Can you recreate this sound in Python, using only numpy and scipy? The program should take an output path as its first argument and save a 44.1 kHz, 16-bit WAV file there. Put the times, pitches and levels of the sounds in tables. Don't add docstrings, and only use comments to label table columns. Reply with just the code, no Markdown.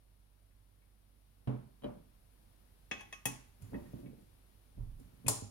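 import sys
import numpy as np
from scipy import signal
from scipy.fft import rfft, irfft, next_fast_len
from scipy.io import wavfile

SR = 44100
rng = np.random.default_rng(int(sys.argv[2]) if len(sys.argv) > 2 else 0)


def unload_wav(signal):
    wavfile.write(
        sys.argv[1],
        SR,
        np.round(np.clip(np.atleast_2d(signal).T, -1, 1) * 32767).astype(np.int16),
    )


N = 242550
TIME = np.arange(N) / SR
RING_TIME = np.arange(int(0.6 * SR)) / SR
BANDS_HZ = 25 * 2 ** (np.arange(29) / 3)
PORT_LAG_S = 0.000821

# start in seconds, knock in dB, contact cut-off
# in Hz, thump in dB, thump pitch in Hz, pitch favoured by the struck spot in Hz.
DESK_KNOCKS = [(2.9138, -45.5, 895, -58, 128, 327), (3.2556, -43, 1160, -33.5, 128.6, 265),
               (3.732, -45, 850, -61, 124, 930), (3.746, -40, 705, -52, 127, 265),
               (5.261, -43.5, 590, -29, 121.5, 294), (5.282, -41, 1460, -32.5, 107.5, 447)]
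# start in seconds, level in dB, contact cut-off in Hz,
# ring in dB, pitch favoured by the struck spot in Hz, its boost in dB.
STEEL_CLINKS = [(0.508, -78, 2500, -87, 2180, 11), (0.817, -74.5, 2460, -86, 2200, 9.5),
                (2.9122, -36, 4260, -38, 3420, 4.5), (2.994, -54, 4200, -58, 2560, 5.5),
                (3.008, -54.5, 6200, -57.5, 835, 25.5), (3.126, -47.5, 6000, -45.5, 1214, 10),
                (3.255, -38, 13400, -36.5, 864, 19), (3.741, -57.5, 1990, -58.5, 1877, 18),
                (3.856, -81, 2000, -77, 1850, 19), (4.059, -67, 2780, -74, 2270, 14),
                (5.264, -49, 4500, -60, 2490, 11)]
# start in seconds, level in dB, contact cut-off in Hz, ring in dB.
BASKET_SNAPS = [(3.2552, -37, 14900, -72), (3.621, -62.5, 14900, -79), (4.21, -77, 15100, -91.5),
                (4.997, -69.5, 15300, -99), (5.267, -50, 13900, -81), (5.2814, -27.5, 12900, -47),
                (5.2834, -27, 10800, -71)]
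# start in seconds, its own note in dB, knock in dB,
# thump in dB, pitch favoured by the struck spot in Hz.
TOOL_LANDINGS = [(1.474, -48.5, -36, -21.5, 215), (1.822, -51.5, -54.5, -58, 3250),
                 (1.836, -46.5, -46.5, -52, 3100), (1.843, -39.5, -40.5, -45.5, 615)]
# start in seconds, knock in dB, thump in dB, thump pitch in Hz.
HAND_BUMPS = [(3.628, -62, -37.5, 104), (3.720, -43.5, -41, 116), (3.934, -42.5, -39.5, 122.4),
              (4.057, -51.5, -43, 137.2), (4.775, -51.5, -35.5, 108.3), (4.997, -55, -58, 130),
              (5.246, -46, -43, 134), (5.421, -49, -35, 101)]
# start in seconds, length in seconds, first nudge in dB.
GRIP_SETTLES = [(3.79, 0.08, -57), (3.985, 0.23, -47)]
# start in seconds, length in seconds, level in dB.
SKIN_RUBS = [(3.615, 0.39, -57.5), (4.994, 0.27, -63)]
# time of the peak in seconds, level in dB.
AIR_PUFFS = [(4.813, -39), (4.966, -56.5)]

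# frequency in Hz, level in dB, time to fall 60 dB in seconds.
WOOD_MODES = [(64, -6.5, 0.55), (116.3, -6.5, 0.26), (196.1, 2, 0.2), (277.8, 0, 0.26), (346, -7, 0.57),
              (433.5, 6.5, 0.066), (582, -2.5, 0.35)]
HEAD_MODES = [(792, -10, 0.14), (1093, -11, 0.38), (1214, -16, 0.31), (1695, -3.5, 0.056), (1848, 6, 0.054),
              (1980, -3, 0.11), (2220, -19, 0.19), (2567, 4, 0.21), (2609, 5, 0.092), (3310, 2.5, 0.095),
              (5230, -16, .25), (5730, -11, 0.29), (6100, -0.5, 0.18), (6660, -4, 0.14), (9000, -24, 0.17),
              (8200, -21.5, 0.36), (9851, -21.5, 0.31), (10450, -30, .18)]
THIN_BASKET_MODES = [(410, 11, 0.18), (636, -2, 0.25), (810, -8, 1), (966, -8, 0.21), (2464, 12, 0.075),
                     (3350, -10, .25), (4150, 0, 0.14), (5300, -9, 0.44), (7300, -15, .3), (7080, 9, 0.4),
                     (8400, -4, 0.28), (9060, -20, 0.36), (9600, -12, 0.11), (10500, -8, 0.12)]
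HEAVY_TOOL_MODES = [(582, -2.5, 0.19), (1165, -21.5, 0.3), (1680, -26, 0.098), (2420, -20.5, 0.18),
                    (3000, -11.5, 0.091), (3210, -6.5, 0.045), (3910, -15, 0.079)]
# frequency in Hz, level in dB per third octave.
WOOD_SPECTRUM = [(25, -35), (80, -23), (140, -9), (250, -3), (450, -8), (900, -9), (1800, -13),
                 (3200, -7.5), (6000, -8.5), (16000, -7)]
HEAD_SPECTRUM = [(60, -52), (200, -15.5), (450, -14), (700, -8), (900, -12.5), (1300, -15.5), (1650, -5.5),
                 (3000, -2), (4400, -13), (6300, -3.5), (7800, -21), (10500, -9.5), (16000, -6)]
BASKET_SPECTRUM = [(60, -66), (250, -40), (550, -10), (1000, -8.5), (1500, -21), (2600, -18), (4000, -12),
                   (5500, -4.5), (8000, -2.5), (10000, -13), (12500, -14), (16000, -7)]
# frequency in Hz, level in dB per third octave.
RUB_SPECTRUM = [(25, -11.5), (120, -0.5), (260, -5.5), (600, -18.5), (1300, -19), (5000, -20), (11000, -30),
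                (16000, -22)]
PUFF_SPECTRUM = [(25, 1), (40, 0.5), (70, -7.5), (120, -1.5), (200, -25), (600, -29.5), (2000, -40),
                 (16000, -80)]

# frequency in Hz, time to fall 60 dB in seconds.
ROOM_DECAY = [(60, 0.92), (200, 0.44), (500, 0.42), (2000, 0.49), (6000, 0.46), (9000, 0.31), (12000, 0.13),
              (16000, 0.3)]
# frequency in Hz, left gain in dB, right gain in dB.
PORT_RESPONSE = [(99, -9, -3.5), (237, -8.5, 0), (488, -2, -14), (980, -5.5, -3), (2510, -5, -5),
                 (5100, -8, -5.5), (6970, -8, 0), (8800, 3, -8.5), (10830, 17, -3), (12800, 6, -3),
                 (16000, 3, -14)]
# frequency in Hz, coherence from 0 to 1.
PORT_COHERENCE = [(100, 0.94), (250, 1), (500, 0), (900, 0), (1600, 0), (16000, 0.12)]
# frequency in Hz, left and right level in dB per third octave.
AIR_SPECTRUM = [(26, -84.5, -80), (50, -83, -82.5), (94, -84.5, -75.5), (158, -85.5, -83),
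                (220, -88, -79.5), (370, -84.5, -88), (1040, -87.5, -90), (1800, -88.5, -91),
                (4320, -86.5, -89.5), (6200, -92, -90), (8500, -96, -93.5), (10510, -75.5, -99.5),
                (12400, -80, -90), (15600, -86.5, -101)]
# time in seconds, gain in dB.
AIR_SWELL = [(0, -0.5), (1, 0), (2.5, 3.5), (4, 4.5), (5.5, 2.5)]
# frequency in Hz, left level in dB, right level in dB.
HUM_PARTIALS = [(48.7, -70.5, -64), (97.4, -76.5, -73.5)]


def desk_knocks(bank, desk):
    out = np.zeros((2, N))
    for start, knock_db, contact_hz, thump_db, thump_hz, spot_hz in DESK_KNOCKS:
        add(out, start, knock(bank, desk, knock_db, contact_hz, spot_hz) + thump(thump_db, thump_hz))
    return out


def tool_rocks(bank, desk, touches=4, gap_s=0.0185, loss_db=3.5, contact_hz=1215, dulling=0.61):
    out = np.zeros((2, N))
    note = sum(from_db(mode_db) * ring(hz, t60) for hz, mode_db, t60 in HEAVY_TOOL_MODES)
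    for start, note_db, knock_db, thump_db, spot_hz in TOOL_LANDINGS:
        add(out, start, from_db(note_db) * note + thump(thump_db, hz=126.6))
        for k in range(touches):
            touch = knock(bank, desk, knock_db - k * loss_db, contact_hz * dulling ** k, spot_hz)
            add(out, start + k * gap_s, touch)
    return out


def steel_clinks(bank):
    out = np.zeros((2, N))
    head = body(HEAD_SPECTRUM, HEAD_MODES, t60=0.082, room_db=-10, build_s=0.0037, left_bias_db=9.5)
    for start, level_db, contact_hz, ring_db, spot_hz, boost_db in STEEL_CLINKS:
        clink = blow(bank, head, level_db, ring_db, contact_hz, resonance_db=2, q=61)
        clink = low_pass(clink, 2.04 * contact_hz, order=4)
        add(out, start, struck_spot(clink, spot_hz, boost_db, q=30.5))
    return out


def basket_snaps(bank):
    out = np.zeros((2, N))
    basket = body(BASKET_SPECTRUM, THIN_BASKET_MODES,
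                  t60=0.059, room_db=-9, build_s=0.0039, left_bias_db=4.5)
    for start, level_db, contact_hz, ring_db in BASKET_SNAPS:
        add(out, start, blow(bank, basket, level_db, ring_db, contact_hz, resonance_db=-1, q=57))
    return out


def hand_bumps(bank, desk, contact_hz=396, spot_hz=248.7, gap_s=0.05, fade_db_per_s=34):
    out = np.zeros((2, N))
    for start, knock_db, thump_db, thump_hz in HAND_BUMPS:
        add(out, start, knock(bank, desk, knock_db, contact_hz, spot_hz) + thump(thump_db, thump_hz))
    for start, length, first_db in GRIP_SETTLES:
        for age in np.arange(0, length, gap_s):
            late, detune = 0.203 * rng.uniform(-0.977, 1, 2)
            nudge = knock(bank, desk, first_db - fade_db_per_s * age, contact_hz, spot_hz * np.exp(detune))
            add(out, start + age + late * gap_s, nudge)
    return out


def palm(bank):
    sliding = sum(from_db(db) * gesture(start, length, rise_db_per_s=500)
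                  for start, length, db in SKIN_RUBS)
    airflow = sum(from_db(db) * gesture(peak, 0, rise_db_per_s=333) for peak, db in AIR_PUFFS)
    rub = sliding * coloured(bank, RUB_SPECTRUM)
    puff = airflow * coloured(bank, PUFF_SPECTRUM)
    return rub + low_pass(puff, hz=1500)


def gesture(start, length, rise_db_per_s, fall_db_per_s=145):
    before = np.maximum(start - TIME, 0)
    after = np.maximum(TIME - start - length, 0)
    return from_db(-rise_db_per_s * before - fall_db_per_s * after)


def knock(bank, desk, level_db, contact_hz, spot_hz):
    wood = blow(bank, desk, level_db, level_db - 3.5, contact_hz, resonance_db=-9.5, q=15)
    return struck_spot(wood, spot_hz, boost_db=6.5, q=11.7)


def thump(level_db, hz, t60=0.36, rise_s=0.0036):
    return -from_db(level_db) * ring(hz, t60) * (1 - np.exp(-RING_TIME / rise_s))


def blow(bank, struck, level_db, ring_db, contact_hz, resonance_db, q):
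    envelopes, rings, pitches = struck
    offset = rng.integers(N - len(RING_TIME))
    noise = bank[:, :, offset:offset + len(RING_TIME)]
    dense = from_db(level_db) * np.sum(envelopes * noise, axis=0)
    resonant = sum(resonance(dense, hz, q) for hz in pitches)
    scatter_db = 1.8 * rng.standard_normal((len(rings), 2, 1))
    clear = np.sum(from_db(ring_db + scatter_db) * rings, axis=0)
    return low_pass(dense + from_db(resonance_db) * resonant + clear, contact_hz)


def struck_spot(x, hz, boost_db, q):
    return x + (from_db(boost_db) - 1) * resonance(x, hz, q)


def body(spectrum, modes, t60, room_db, build_s, left_bias_db):
    balance = from_db([[left_bias_db / 2], [-left_bias_db / 2]])
    direct = balance * from_db(-60 * RING_TIME / t60)
    room_t60 = at_hz(ROOM_DECAY, BANDS_HZ)[:, None]
    build_up = 1 - np.exp(-RING_TIME / build_s)
    room = build_up * from_db(room_db - 60 * RING_TIME / room_t60)
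    band_gains = from_db(at_hz(spectrum, BANDS_HZ))[:, None, None]
    envelopes = band_gains * np.hypot(direct, room[:, None])
    rings = [(-1) ** k * from_db(db) * ring(hz, mode_t60) for k, (hz, db, mode_t60) in enumerate(modes)]
    return envelopes, np.array(rings), [mode[0] for mode in modes]


def ring(hz, t60):
    lag_s = PORT_LAG_S if hz < 700 else 1 / (4 * hz)
    age = np.maximum(RING_TIME - np.array([[0], [lag_s]]), 0)
    return np.sin(2 * np.pi * hz * age) * from_db(-60 * age / t60)


def noise_bank():
    white = rng.standard_normal((2, 2, N + SR))
    bank = []
    for k, hz in enumerate(BANDS_HZ):
        edges_hz = hz * 2 ** (np.array([-1, 1]) / 6)
        band_pass = signal.butter(2, edges_hz, "band", fs=SR, output="sos")
        pair = signal.sosfilt(band_pass, white[k % 2])[:, SR:]
        mid, side = pair / pair.std()
        alike = at_hz(PORT_COHERENCE, hz)
        left, right = np.sqrt((1 + alike) / 2) * mid + np.sqrt((1 - alike) / 2) * side * [[1], [-1]]
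        bank.append([left, np.roll(right, round(PORT_LAG_S * SR))])
    return np.array(bank, dtype=np.float32)


def coloured(bank, spectrum, column=1):
    return np.tensordot(from_db(at_hz(spectrum, BANDS_HZ, column)).astype(np.float32), bank, 1)


def through_ports(x):
    size = next_fast_len(N + SR)
    hz = np.arange(size // 2 + 1) * SR / size
    gains = from_db([at_hz(PORT_RESPONSE, hz, column) for column in (1, 2)])
    return irfft(rfft(x, size) * gains, size)[:, :N]


def resonance(x, hz, q):
    return signal.lfilter(*signal.iirpeak(hz, q, fs=SR), x)


def low_pass(x, hz, order=2):
    return signal.sosfilt(signal.butter(order, min(hz, SR / 2 - 2000), fs=SR, output="sos"), x)


def from_db(db):
    return 10 ** (np.asarray(db) / 20)


def at_hz(points, hz, column=1):
    table = np.array(points)
    return np.interp(np.log(np.maximum(hz, 1)), np.log(table[:, 0]), table[:, column])


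def add(out, start_s, sound):
    start = round(start_s * SR)
    out[:, start:start + sound.shape[1]] += sound[:, :N - start]


def room_air(bank):
    noise = bank[:, :, ::-1]
    air = np.array([coloured(noise[:, side], AIR_SPECTRUM, column=side + 1) for side in range(2)])
    return from_db(np.interp(TIME, *np.transpose(AIR_SWELL))) * air


def mains_hum():
    return sum(np.sqrt(2) * from_db([[left], [right]]) * np.sin(2 * np.pi * (hz * TIME + rng.random()))
               for hz, left, right in HUM_PARTIALS)


def whine(hz=9570, level_db=-76.5, pulses_per_s=30.5, duty=0.25):
    gate = low_pass(1.0 * (TIME * pulses_per_s % 1 < duty), hz=200)
    return from_db(level_db) * gate * np.sin(2 * np.pi * hz * TIME) * [[1], [0]]


def scene():
    bank = noise_bank()
    desk = body(WOOD_SPECTRUM, WOOD_MODES, t60=0.032, room_db=-4, build_s=0.0016, left_bias_db=10)
    handling = desk_knocks(bank, desk) + tool_rocks(bank, desk) + steel_clinks(bank) + basket_snaps(bank)
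    handling += hand_bumps(bank, desk) + palm(bank)
    return through_ports(handling) + room_air(bank) + mains_hum() + whine()


def record(dry, cutoff_hz=16000):
    return signal.sosfilt(signal.ellip(10, 0.2, 80, cutoff_hz, fs=SR, output="sos"), dry)


dry = scene()
out = record(dry)
unload_wav(out)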